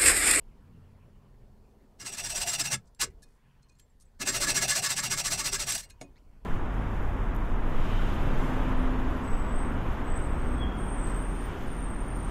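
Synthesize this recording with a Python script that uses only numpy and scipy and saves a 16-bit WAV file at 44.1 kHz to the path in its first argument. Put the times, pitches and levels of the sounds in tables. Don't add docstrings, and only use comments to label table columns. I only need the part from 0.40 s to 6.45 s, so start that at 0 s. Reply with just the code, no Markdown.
import sys
import numpy as np
from scipy import signal
from scipy.fft import rfft, irfft, next_fast_len
from scipy.io import wavfile
from scipy.ndimage import uniform_filter1d, map_coordinates

SR = 44100
rng = np.random.default_rng(int(sys.argv[2]) if len(sys.argv) > 2 else 0)


def invert_db(x):
    u = np.asarray(x, float) / 20
    return 10 ** u


def dump_mix(stems):
    frames = np.atleast_2d(stems).T
    limited = np.clip(frames, -1, 1)
    pcm = np.round(limited * 32767).astype(np.int16)
    wavfile.write(sys.argv[1], SR, pcm)


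N = 266805


def unit(x):
    return x / np.sqrt(np.mean(x ** 2) + 1e-20)


def curves(rows):
    s, *cols = np.transpose(rows)
    return [np.interp(np.arange(N) / SR, s, c) for c in cols]


def wobble(rate):
    coarse = np.arange(0, N + 16, 16)
    knots = rng.standard_normal(int(N * rate / SR) + 4)
    return np.interp(np.arange(N), coarse, map_coordinates(knots, [coarse * rate / SR]))


def coloured(x, spectrum):
    m = next_fast_len(N + 8192)
    f, db = np.transpose(spectrum)
    log_f = np.log(np.fft.rfftfreq(m, 1 / SR) + 1)
    gain = invert_db(np.interp(log_f, np.log(f), db, left=-120))
    return irfft(rfft(x, m) * gain, m)[:N]


def rush(spectrum, patchy_db):
    z = signal.stft(rng.standard_normal(N + 512), nperseg=512)[2]
    field = uniform_filter1d(uniform_filter1d(rng.standard_normal(z.shape), 5, 0), 8, 1)
    patchy = signal.istft(z * invert_db(patchy_db * unit(field)), nperseg=512)[1][:N]
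    return unit(coloured(patchy, spectrum))


def resonate(x, hz, width_hz):
    return signal.lfilter(*signal.iirpeak(min(hz, 20000), hz / width_hz, SR), x)


# closest approach t/s, tyre level/dB, engine level/dB, passing time t/s
CARS = [
    (.4, -77, -59.5, .5),
    (3.12, -77.5, -70, .12),
    (5.45, -76.5, -69.5, .15),
    (6.03, -82.5, -63.5, .12),
]


def passing(column):
    t = np.arange(N) / SR
    return sum(invert_db(car[column]) / (1 + ((t - car[0]) / car[3]) ** 2) for car in CARS)


# t/s, level/dB
TRAFFIC = [(0, -68.5), (.85, -70), (1.55, -68.5), (2.42, -72), (2.57, -78), (2.75, -70.5), (3.0, -77),
           (3.76, -77), (5.5, -70.5), (6.05, -70.5)]
# f/Hz, level/dB (per Hz)
DRONE = [(130, -32), (220, -3), (307, -9), (425, -6.5), (575, -12), (930, -15.5), (1180, -23.5),
         (1500, -26), (1820, -59), (3080, -120)]
TYRES = [(590, -30.5), (980, -4), (1200, -11), (2080, -14), (3000, -17), (4000, -33), (5850, -59.5),
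         (9900, -120)]
HISS = [(1760, -31), (3000, -7), (3620, -11.5), (4280, 0), (4880, -3.5), (14500, -9), (15800, -11)]


def street():
    drone_db, = curves(TRAFFIC)
    tyre_floor_db = -84
    tyres = invert_db(tyre_floor_db) + passing(column=1)
    hiss_db = -85 + .3 * (drone_db - drone_db.mean())
    drone = invert_db(drone_db + 3.0) * rush(DRONE, patchy_db=2.5)
    swish = tyres * invert_db(1.5) * rush(TYRES, patchy_db=3.0)
    return drone + swish + invert_db(hiss_db + 3.0) * rush(HISS, patchy_db=1.5)


# t/s, level/dB
RUMBLE_LEVEL = [(0, -50.5), (.6, -59.5), (1.03, -53.5), (1.53, -60.5), (2.0, -48), (2.14, -54.5), (2.33, -51.5),
                (2.56, -59.5), (2.65, -47.5), (2.98, -64), (3.6, -62.5), (4.04, -44), (4.26, -46), (4.43, -59),
                (4.92, -45), (5.29, -49.5), (5.7, -57), (6.05, -50.5)]
# f/Hz, level/dB (per Hz)
RUMBLE = [(8.8, -32), (15, 1.5), (33, 2.5), (70, -6.5), (90, -6.5), (120, -34.5), (200, -120)]
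HUM = [(47, -36), (80, -10.5), (124, 0.5), (140, 0), (162, -5.5), (226, -9), (260, -10.5), (340, -38),
       (570, -120)]


def railing():
    rumble_db, = curves(RUMBLE_LEVEL)
    _, top_db, _, _, vise_db = strokes()
    traffic_db, = curves(TRAFFIC)
    shake_t60_s, vise_share, shake_db, jolt_db = 0.26, 0.54, -13, -16.5
    fade = np.exp(-np.log(1e6) / (shake_t60_s * SR))
    push = invert_db(2 * (top_db + vise_share * vise_db + shake_db)) * (1 - fade)
    for s, db, *_, passed_db in THUDS:
        push[round(s * SR)] += invert_db(2 * (db + passed_db + jolt_db))
    idle_db = -69 + .6 * (traffic_db - traffic_db.mean())
    idle = invert_db(2 * idle_db) + passing(column=2) ** 2
    hum = np.sqrt(signal.lfilter([1], [1, -fade], push) + idle) * invert_db(1.3 * wobble(5.9))
    hum = hum * invert_db(1.5 * wobble(14)) * rush(HUM, patchy_db=1.0)
    return invert_db(rumble_db + 0.4 + 0.98 * wobble(14)) * rush(RUMBLE, patchy_db=0.5) + hum


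# start t/s, end t/s, f/Hz, level/dB
ENGINE = [
    (.2, 0.77, 88.9, -57.5),
    (.22, 1.4, 128, -65),
    (.45, 0.92, 204.6, -66),
    (1.0, 1.58, 206, -68.5),
]


def engine():
    t = np.arange(N) / SR
    out = np.zeros(N)
    for start, end, hz, db in ENGINE:
        swell = np.sin(np.pi * np.clip((t - start) / (end - start), 0, 1)) ** 0.49
        turns = np.cumsum(hz * (1 + 0.0301 * wobble(8))) / SR
        out += invert_db(db + 2.0 + 2.4 * wobble(11.9)) * swell * np.sin(2 * np.pi * turns)
    return out


# turning point t/s, level/dB at full speed, stall level/dB relative to it; the last row ends the burst
FIRST_CUT = [(1.592, -43, -12), (1.643, -36, -20), (1.712, -38.5, -11), (1.765, -33, -14),
             (1.829, -33, -13), (1.886, -31.5, -11.5), (1.941, -30, -14.5), (1.995, -29, -7),
             (2.055, -27, -20.5), (2.116, -28, -8), (2.176, -28.5, -20.5), (2.233, -30, -16),
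             (2.296, -26.5, -19), (2.372, -28.5, -42)]
SLIP = [
    (2.597, -26.5, -9.5),
    (2.662, -26, -30.5),
]
SECOND_CUT = [(3.796, -33.5, -16.5), (3.845, -26, -29), (3.917, -27.5, -13.5), (3.995, -25, -17),
              (4.063, -24.5, -12.5), (4.136, -24.5, -18.5), (4.203, -23.5, -16.5), (4.268, -24.5, -19),
              (4.341, -25, -9), (4.413, -25, -20.5), (4.485, -25.5, -12.5), (4.55, -26.5, -21),
              (4.62, -26, -18), (4.692, -25.5, -21.5), (4.76, -26.5, -20), (4.831, -27, -22),
              (4.896, -25.5, -16), (4.968, -26.5, -18), (5.031, -26, -18.5), (5.109, -27.5, -20.5),
              (5.179, -28.5, -18.5), (5.255, -28, -22), (5.341, -29.5, -4.5), (5.368, -38.5, 4.5),
              (5.42, -50, 0.5), (5.465, -49, -30.5)]
# first move (push 0, pull 1), frame gain on the push level/dB, vise gain on the push level/dB
BURSTS = [
    (0, 1.5, 2),
    (0, 0.1, -0.2),
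    (1, 2.5, -1.5),
]
BITE_AT = [
    [.5, .4, .5, .4, .5, .4, .5, .4, .5, .4, .5, .4, .5, .4],
    [.3, .4],
    [.52, .55, .58, .45, .5, .5, .44, .5, .44, .55, .38, .45, .4, .5, .44, .5, .44, .5, .44, .5, .44, .5,
     .44, .5, .44, .5],
]
# level/dB, burst by burst
FRAME_SHAKE_DB = [
    [.1, .1, .1, .1, .1, .1, .1, .1, .1, .1, .1, .1, .1, .1],
    [.1, -0.5],
    [1.3, -2, -1, .1, -1, 0.3, -0.2, -0.5, 0.5, 0.3, -0.5, 1.2, -0.5, 1.5, -0.5, 0.7, -1.5, 0.5, 0.7, -1,
     -3, -1, -3, .1, .1, .1],
]
# t/s, frame level/dB, vise level/dB
LOAD = [(1.61, -5.5, -16), (1.7, -14.5, -15), (1.93, -18, -14.5), (2.1, -16, -16.5), (2.33, -9, -16.5),
        (2.62, -9, -20.5), (3.82, -3, -14), (3.95, -6.5, -11.5), (4.1, -6, -13.5), (4.25, -8, -16),
        (4.4, -8.5, -18), (4.6, -7, -19.5), (4.9, -9, -17.5), (5.28, -6.5, -17.5), (5.36, -28, -19)]


def strokes():
    t = np.arange(N) / SR
    landing_s = 0.0066
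    arm, top_db, dip_db, gains = np.zeros(N), np.full(N, -200.), np.zeros(N), []
    bursts = zip((FIRST_CUT, SLIP, SECOND_CUT), BITE_AT, FRAME_SHAKE_DB, BURSTS)
    for cut, bite_at, shake_db, (first, *push_db) in bursts:
        turn, fast_db, stall_db = np.transpose(cut)
        first = round(first)
        pushing = (np.arange(len(turn)) + first) % 2 == 0
        fast = turn + np.clip(bite_at, .2, .8) * np.diff(turn, append=turn[-1] + .02)
        knots = np.ravel([turn, fast], "F")[:-1]
        inside = (t > turn[0] - landing_s) & (t < turn[-1])
        phase = np.pi * (first + np.interp(t, knots, np.arange(len(knots))) / 2)
        top = fast_db[np.clip(np.searchsorted(turn, t) - 1, 0, len(turn) - 1)]
        arm += inside * phase
        top_db = np.where(inside, top, top_db)
        stall = fast_db + stall_db
        floor_db = np.interp(t, [turn[0] - landing_s, *turn], [stall[0] - 24, *stall]) - 2.0
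        bite = np.minimum(1.09 * np.abs(np.sin(phase)), 1) ** 0.85
        dip_db += inside * (floor_db - top) * (1 - bite)
        for s, push, shake in zip(fast, pushing, shake_db):
            sign = 1 if push else -1
            gains.append((s, sign * push_db[0] + shake, sign * push_db[1]))
    return arm, top_db, dip_db, *np.add(curves(LOAD), curves(gains))


def teeth(speed, top_hz, scatter, size_db):
    rate = top_hz * (.25 + .75 * speed) * invert_db(1.5 * wobble(9))
    passed = np.cumsum(rate / SR)
    luck = rng.standard_normal((int(passed[-1]), 2))
    at = np.interp(np.arange(len(luck)) + scatter * luck[:, 0], passed, np.arange(N)).astype(int)
    return unit(np.bincount(at, invert_db(size_db * luck[:, 1]), N) / np.sqrt(rate))


def body(force, modes, arm, shift_db, rate, loose, loose_db, tilt=0):
    power = sum(invert_db(2 * db) * width * np.pi / SR for _, width, db, *_ in modes)
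    first_cut = np.arange(N) < SR * SLIP[0][0]
    stance = 1.47 * np.array([-np.cos(arm), np.sin(arm), first_cut])
    middle_hz = modes[len(modes) // 2][0]
    out = np.zeros(N)
    for k, (hz, width, db, *lean) in enumerate(modes):
        drive_db = lean @ stance + tilt * np.log2(hz / middle_hz) + shift_db * wobble(rate)
        if k == loose:
            drive_db = drive_db + loose_db
        out += (-1) ** k * invert_db(db) * resonate(force * invert_db(drive_db), hz, width)
    return out / np.sqrt(power)


BLADE = [(2480.0, 27, -14, -0.1, -1, -3), (2631, 60, 0.5, -3.5, -1, 1), (2799, 64, -5.5, -4.5, -0.5, 2.5),
         (3565, 73, -1, -0.5, 1, -0.1), (4220.0, 95, -6.5, 2.5, -2.5, -3.5),
         (4720, 32, -3, -0.2, -2.7, 0.5), (4833, 71, -6, 1, 0.5, -0.5), (5213, 45, -0.6, 0.5, 3.5, 0.9),
         (5674, 60, -3, -3.5, 0, -1), (5757, 55, 3.5, -4.5, 2, 1.5), (5900, 110, -6.5, 0, -1.5, -1.5),
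         (6440, 67, -5, -1.5, 6, -0.5), (6740, 50, -7.5, 2.5, -1.5, 0), (7315, 60, -6, 1, 4, 1.5),
         (7565, 28, 5, 2.5, 2.5, -0.5), (7740.0, 32, -5.5, 1, 0.1, -3), (8070, 100, 0.5, -0.5, -0.5, 1.5),
         (8246, 100, -6, -1, -2, 2.5), (8450, 60, -6.5, -1.5, 3.5, -1.7), (9015, 28, -2.5, -1.6, 3.5, 2)]
FRAME = [(1134, 39, -6.5, 4.1, 3.5, -1.6), (1320, 70, -1.5, 3.6, -2.5, 3),
         (1510, 130, -11.5, 0.94, 2.5, 0.5), (1620, 70, -3, 3, 0.8, -1), (1707, 45, 0.6, 4.5, 0.4, 1.5),
         (1870, 30, -6.5, 4.5, 0.5, -2), (2062, 60, -6, 2, -0.3, 1.5), (2186, 42, .6, 2.6, -1, 1)]
VISE = [(294, 54, -3, 2.5, 2, -2.5), (397.3, 48, -2.5, -2, 0.74, -2.5), (578.5, 53, 0.7, 0, -0.66, -1.6),
        (694, 42, 2.5, -4, -1.3, 2), (808, 54, -11, -8, -2.2, 1.5)]
# f/Hz, level/dB (per Hz)
RASP = [(530, -40), (900, -4.5), (1050, -10), (1700, -5.5), (2380, -5), (2710, -7), (3090, -7),
        (5770, -1.5), (7160, -6.5), (7790, -5), (15800, -24)]
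# t/s, vise level/dB per octave, frame level/dB per octave
GRIP = [(1.65, -6, 0.5), (1.95, 4, .1), (2.2, 2.5, 0.3), (2.33, -1, 2.5), (2.62, -3, -3.5), (3.85, -1, 0.2),
        (4.0, -4, -0.5), (4.13, -3.5, .1), (4.24, 6, 2.5), (4.6, 0, 1.7), (5.0, -0.5, 0.5),
        (5.3, -0.2, -6.5)]
# t/s, jaw level/dB, frame bow level/dB, blade back level/dB, brightness level/dB
SEATING = [(1.62, -3, -0.5, -1.5, -1), (1.8, -5.5, 1, 0, -0.5), (1.95, 2.5, 1, 1, 1),
           (2.15, 0.5, -0.5, -1, 1), (2.28, -4.5, -0.5, 3, .3), (2.34, -2, 0.6, 0.8, -1),
           (2.62, -3, -2.5, -0.1, -1.5), (3.82, -2.5, 0.5, 5.5, -0.5), (3.97, -3.5, -0.5, 2.5, 1.5),
           (4.12, -4, 0.8, .3, -0.5), (4.24, 2, 0, 0, -0.4), (4.45, -0.3, 0, -1, 0),
           (4.65, -1, -3, -1, -0.5), (4.85, 2, -4, -1, 0), (5.05, -1, -3, -1.5, 0.5),
           (5.2, -2.5, -3, -1, -1), (5.32, 1.5, 0, 0.5, 1), (5.42, 2, -3.5, 0, 3.5)]


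def saw():
    arm, top_db, dip_db, frame_db, vise_db = strokes()
    vise_tilt, frame_tilt = curves(GRIP)
    jaw_db, bow_db, back_db, bright_db = curves(SEATING)
    blows = teeth(np.abs(np.sin(arm)), top_hz=1653, scatter=.3, size_db=3.5)
    blows = np.diff(blows, prepend=0)
    force = 0.52 * blows + 0.78 * rng.standard_normal(N)
    force = force * invert_db(top_db + 1.05 * wobble(160) + 0.55 * wobble(60))
    blade = body(force * invert_db(dip_db), BLADE, arm, shift_db=1.5, rate=30,
                 loose=1, loose_db=back_db, tilt=bright_db)
    frame = body(force * invert_db(0.8 * dip_db + frame_db), FRAME, arm, shift_db=1.66, rate=25,
                 loose=4, loose_db=bow_db, tilt=frame_tilt)
    vise = body(force * invert_db(0.42 * dip_db + vise_db), VISE, arm, shift_db=2.2, rate=22,
                loose=3, loose_db=jaw_db, tilt=vise_tilt)
    chips = coloured(force * invert_db(dip_db), RASP)
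    treble = signal.lfilter(*signal.butter(2, 6800, "highpass", fs=SR), chips)
    chips = chips + (invert_db(bright_db) - 1) * treble
    damp_db_per_s, damp_after_s = 1100, -.014
    since = np.arange(N) / SR - damp_after_s - np.array([[FIRST_CUT[-1][0]], [SLIP[-1][0]]])
    resting = invert_db(-damp_db_per_s * np.where((since > 0) & (since < .2), since, 0).sum(axis=0))
    return resting * (invert_db(-4.5) * blade + invert_db(-3.0) * frame) + invert_db(-1.5) * vise + invert_db(5.5) * chips


# t/s, level/dB, f/Hz, decay time t60/s, passed to the railing level/dB
THUDS = [
    (5.611, -29.5, 600, 0.11, -11),
    (5.613, -32.5, 293, 0.19, -1),
    (2.606, -30.5, 1130, 0.12, -13),
    (2.628, -28.5, 396, 0.17, -5),
    (2.612, -29, 2050, .16, -20),
    (2.8, -46.5, 187, 0.16, .1),
    (3.8, -33, 271, 0.61, 3),
    (1.6, -42.5, 272, 0.56, 2),
    (2.495, -59.5, 900, .15, -13),
    (2, -62, 950, .15, -13),
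]


def thuds():
    out, t = np.zeros(N + SR), np.arange(SR // 4) / SR
    for s, db, hz, t60, _ in THUDS:
        thud = resonate(resonate(rng.standard_normal(len(t)), hz, .4 * hz), hz, .4 * hz)
        out[round(s * SR):][:len(t)] += invert_db(db - 11.5 - 60 * t / t60) * unit(thud) * (1 - np.exp(-t / 0.0017))
    return out[:N]


# t/s, peak level/dB, scrape length t/s, ringing f/Hz
GRAZES = [
    (2.547, -51, 0.0075, 7460),
    (2.701, -61, 0.011, 5740),
    (2.821, -46, 0.027, 5500),
    (2.858, -69, 0.15, 8400),
    (3.386, -55.5, .01, 4900),
    (3.599, -54, 0.011, 9100),
    (3.606, -51.5, 0.031, 9080),
    (5.445, -58, .015, 6906),
    (5.604, -60, 0.0087, 6540),
]
KNOCKS = [(4.2, -39, .0027, 6300), (5.349, -24, 0.008, 7560), (5.32, -23, 0.0087, 6500),
          (5.378, -25, 0.0066, 8700), (5.39, -45, 0.043, 7600), (5.498, -44.5, 0.015, 6500),
          (5.488, -60, .01, 8000), (3.395, -49.5, 0.013, 6800), (3.817, -23, .008, 2650),
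          (3.9, -33, .008, 5760), (4.2, -34, .008, 5760), (4.1, -28, 0.0088, 8080),
          (4.281, -25.5, .008, 5760), (4.424, -31, .008, 5760), (2.612, -20, .022, 5760),
          (4.004, -30, .008, 8080), (2.074, -29, .007, 8080), (5.428, -47, .008, 8200),
          (5.29, -27, 0.011, 11000) ]
CLUNKS = [
    (5.611, -32.5, 0.0056, 2230),
    (5.613, -45, 0.018, 9015),
    (5.616, -50, 0.025, 2220),
]
PINGS = [(2.822, -56, 0.018, 1700), (2.83, -63, 0.011, 4220), (2.832, -65, 0.0089, 3670),
         (2.828, -69, .012, 2490), (2.86, -74, .02, 2490), (2.826, -60, .008, 5400),
         (3.222, -69, 0.025, 4220), (3.292, -65, 0.012, 2480), (3.36, -75, .02, 7540),
         (3.39, -71, 0.016, 3100), (3.41, -69, .03, 7560), (3.495, -72, .008, 7590),
         (3.648, -70, .014, 7740), (3.648, -78, .007, 6550), (3.648, -74, .01, 9000),
         (2.548, -80, .006, 4220), (3.285, -71, .014, 4200), (3.318, -72, .01, 4220),
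         (3.345, -76, .012, 4220), (5.428, -47, 0.013, 4220), (5.435, -54, 0.011, 8300),
         (5.415, -56, .012, 1780), (5.428, -58, .01, 2020), (5.438, -55, 0.012, 2200),
         (5.445, -63, .008, 2821), (5.503, -61, .008, 2500), (5.5, -60, 0.0054, 2821),
         (5.503, -60, 0.01, 1600), (5.498, -61, .006, 2130), (5.5, -61, .006, 3800), (5.5, -54, .008, 4215),
         (5.636, -61, 0.012, 2490), (3.398, -65, 0.012, 7570)]
TICKS = [
    (2.45, -64, 0.016, 7500),
    (2.466, -59, 0.03, 4890),
    (3.224, -58, .014, 8100),
    (3.283, -65, .014, 6000),
    (3.294, -54.5, .01, 6000),
    (3.316, -62, .016, 4220),
    (3.351, -65, .008, 6750),
    (3.352, -67, .006, 8100),
    (5.508, -53, 0.022, 6480),
]
# ringing level/dB, lowest f/Hz of the grit, highest f/Hz of the grit
CONTACT = [
    (-11, 4100, 10700),
    (-12.5, 2200, 11400),
    (-4.5, 570, 8400),
    (7, 4360, 9000),
    (-14, 4300, 8800),
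]
# f/Hz, level/dB, decay time t60/s
STEEL = [(1730, 0.5, 0.06), (2500, -12, 0.13), (2640, -13, 0.07), (2821, -8, 0.1), (4215, -10.5, 0.071),
         (6690, -6, 0.05), (7500, -7.5, 0.11), (8100, -1.5, 0.065), (9022, -23.5, 0.1), (11260, -25, 0.1)]
# f/Hz, width f/Hz
RING_WIDTH = [(1810, 50), (2250, 63), (2490, 15), (2820, 22), (3100, 30), (4220, 38), (5400, 70),
              (7550, 20), (9000, 32)]


def touches():
    out, t = np.zeros(N + SR), np.arange(SR // 4) / SR
    tables = GRAZES, KNOCKS, CLUNKS, PINGS, TICKS
    rows = [(*row, *kind) for table, kind in zip(tables, CONTACT) for row in table]
    for s, db, length, ring_hz, ring_db, low_hz, high_hz in rows:
        rough_db = 4.2 * rng.standard_normal(len(t) // 60 + 1).repeat(60)[:len(t)]
        grit = rng.standard_normal(len(t)) * invert_db(rough_db)
        press = np.sin(np.pi * np.clip(t / length, 0, 1) ** .7) + 0.14 * invert_db(-60 * t / (length + .04))
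        tap = grit * press
        band = signal.butter(3, [low_hz, high_hz], "bandpass", fs=SR, output="sos")
        scrape = signal.sosfilt(band, tap)
        ring = np.zeros(len(t))
        for hz, level, t60 in STEEL:
            ring += invert_db(level + rng.normal(0, 4.5)) * resonate(scrape, hz, 1.7 / t60) / np.sqrt(2.2 / t60)
        drive = .5 * tap + .3 * press * np.sin(2 * np.pi * ring_hz * t)
        own = resonate(drive, ring_hz, np.interp(ring_hz, *np.transpose(RING_WIDTH)))
        own = invert_db(ring_db - 0.5) * own / np.abs(own).max()
        out[round(s * SR):][:len(t)] += invert_db(db - 8.5) * (scrape + 13 * ring + own)
    return out[:N]


# t/s, f/Hz, level/dB
SQUEAK = [
    (5.75, 1753, -88.5),
    (5.76, 1945, -66.5),
    (5.778, 2280, -69.5),
    (5.795, 3300, -74),
    (5.808, 3900, -94.5),
]


def fingertip():
    hz, db = curves(SQUEAK)
    angle = 2 * np.pi * np.cumsum(hz * (1 + 0.09 * wobble(1100))) / SR
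    tone = np.sin(angle) + 0.77 * np.sin(2 * angle) + .2 * np.sin(3 * angle)
    return invert_db(db + 3.9 * wobble(400)) * tone * (db > -89)


def wall(x):
    t = np.arange(SR // 6) / SR
    dull = signal.lfilter([1], [1, -.6], rng.standard_normal(len(t)))
    tail = dull * invert_db(-60 * t / 0.094) * (t > .004)
    return signal.fftconvolve(x, tail / np.linalg.norm(tail))[:N]


def scene():
    around = street() + railing() + engine()
    steel = saw() + thuds() + touches() + fingertip()
    return (steel + invert_db(-16.5) * wall(steel) + around)[None]


def band_limit(x):
    return signal.sosfilt(signal.butter(12, 16300, fs=SR, output="sos"), x)


def record(dry):
    held = dry / (1 + np.abs(dry / 0.185) ** 4) ** (1 / 4)
    top_hz, edge_hz = 15830, 160
    below_top = np.clip((top_hz - np.fft.rfftfreq(N, 1 / SR)) / edge_hz, 0, 1)
    kept = irfft(rfft(held) * np.sin(np.pi / 2 * below_top), N)
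    return band_limit(kept)


dry = scene()
out = record(dry)
dump_mix(out)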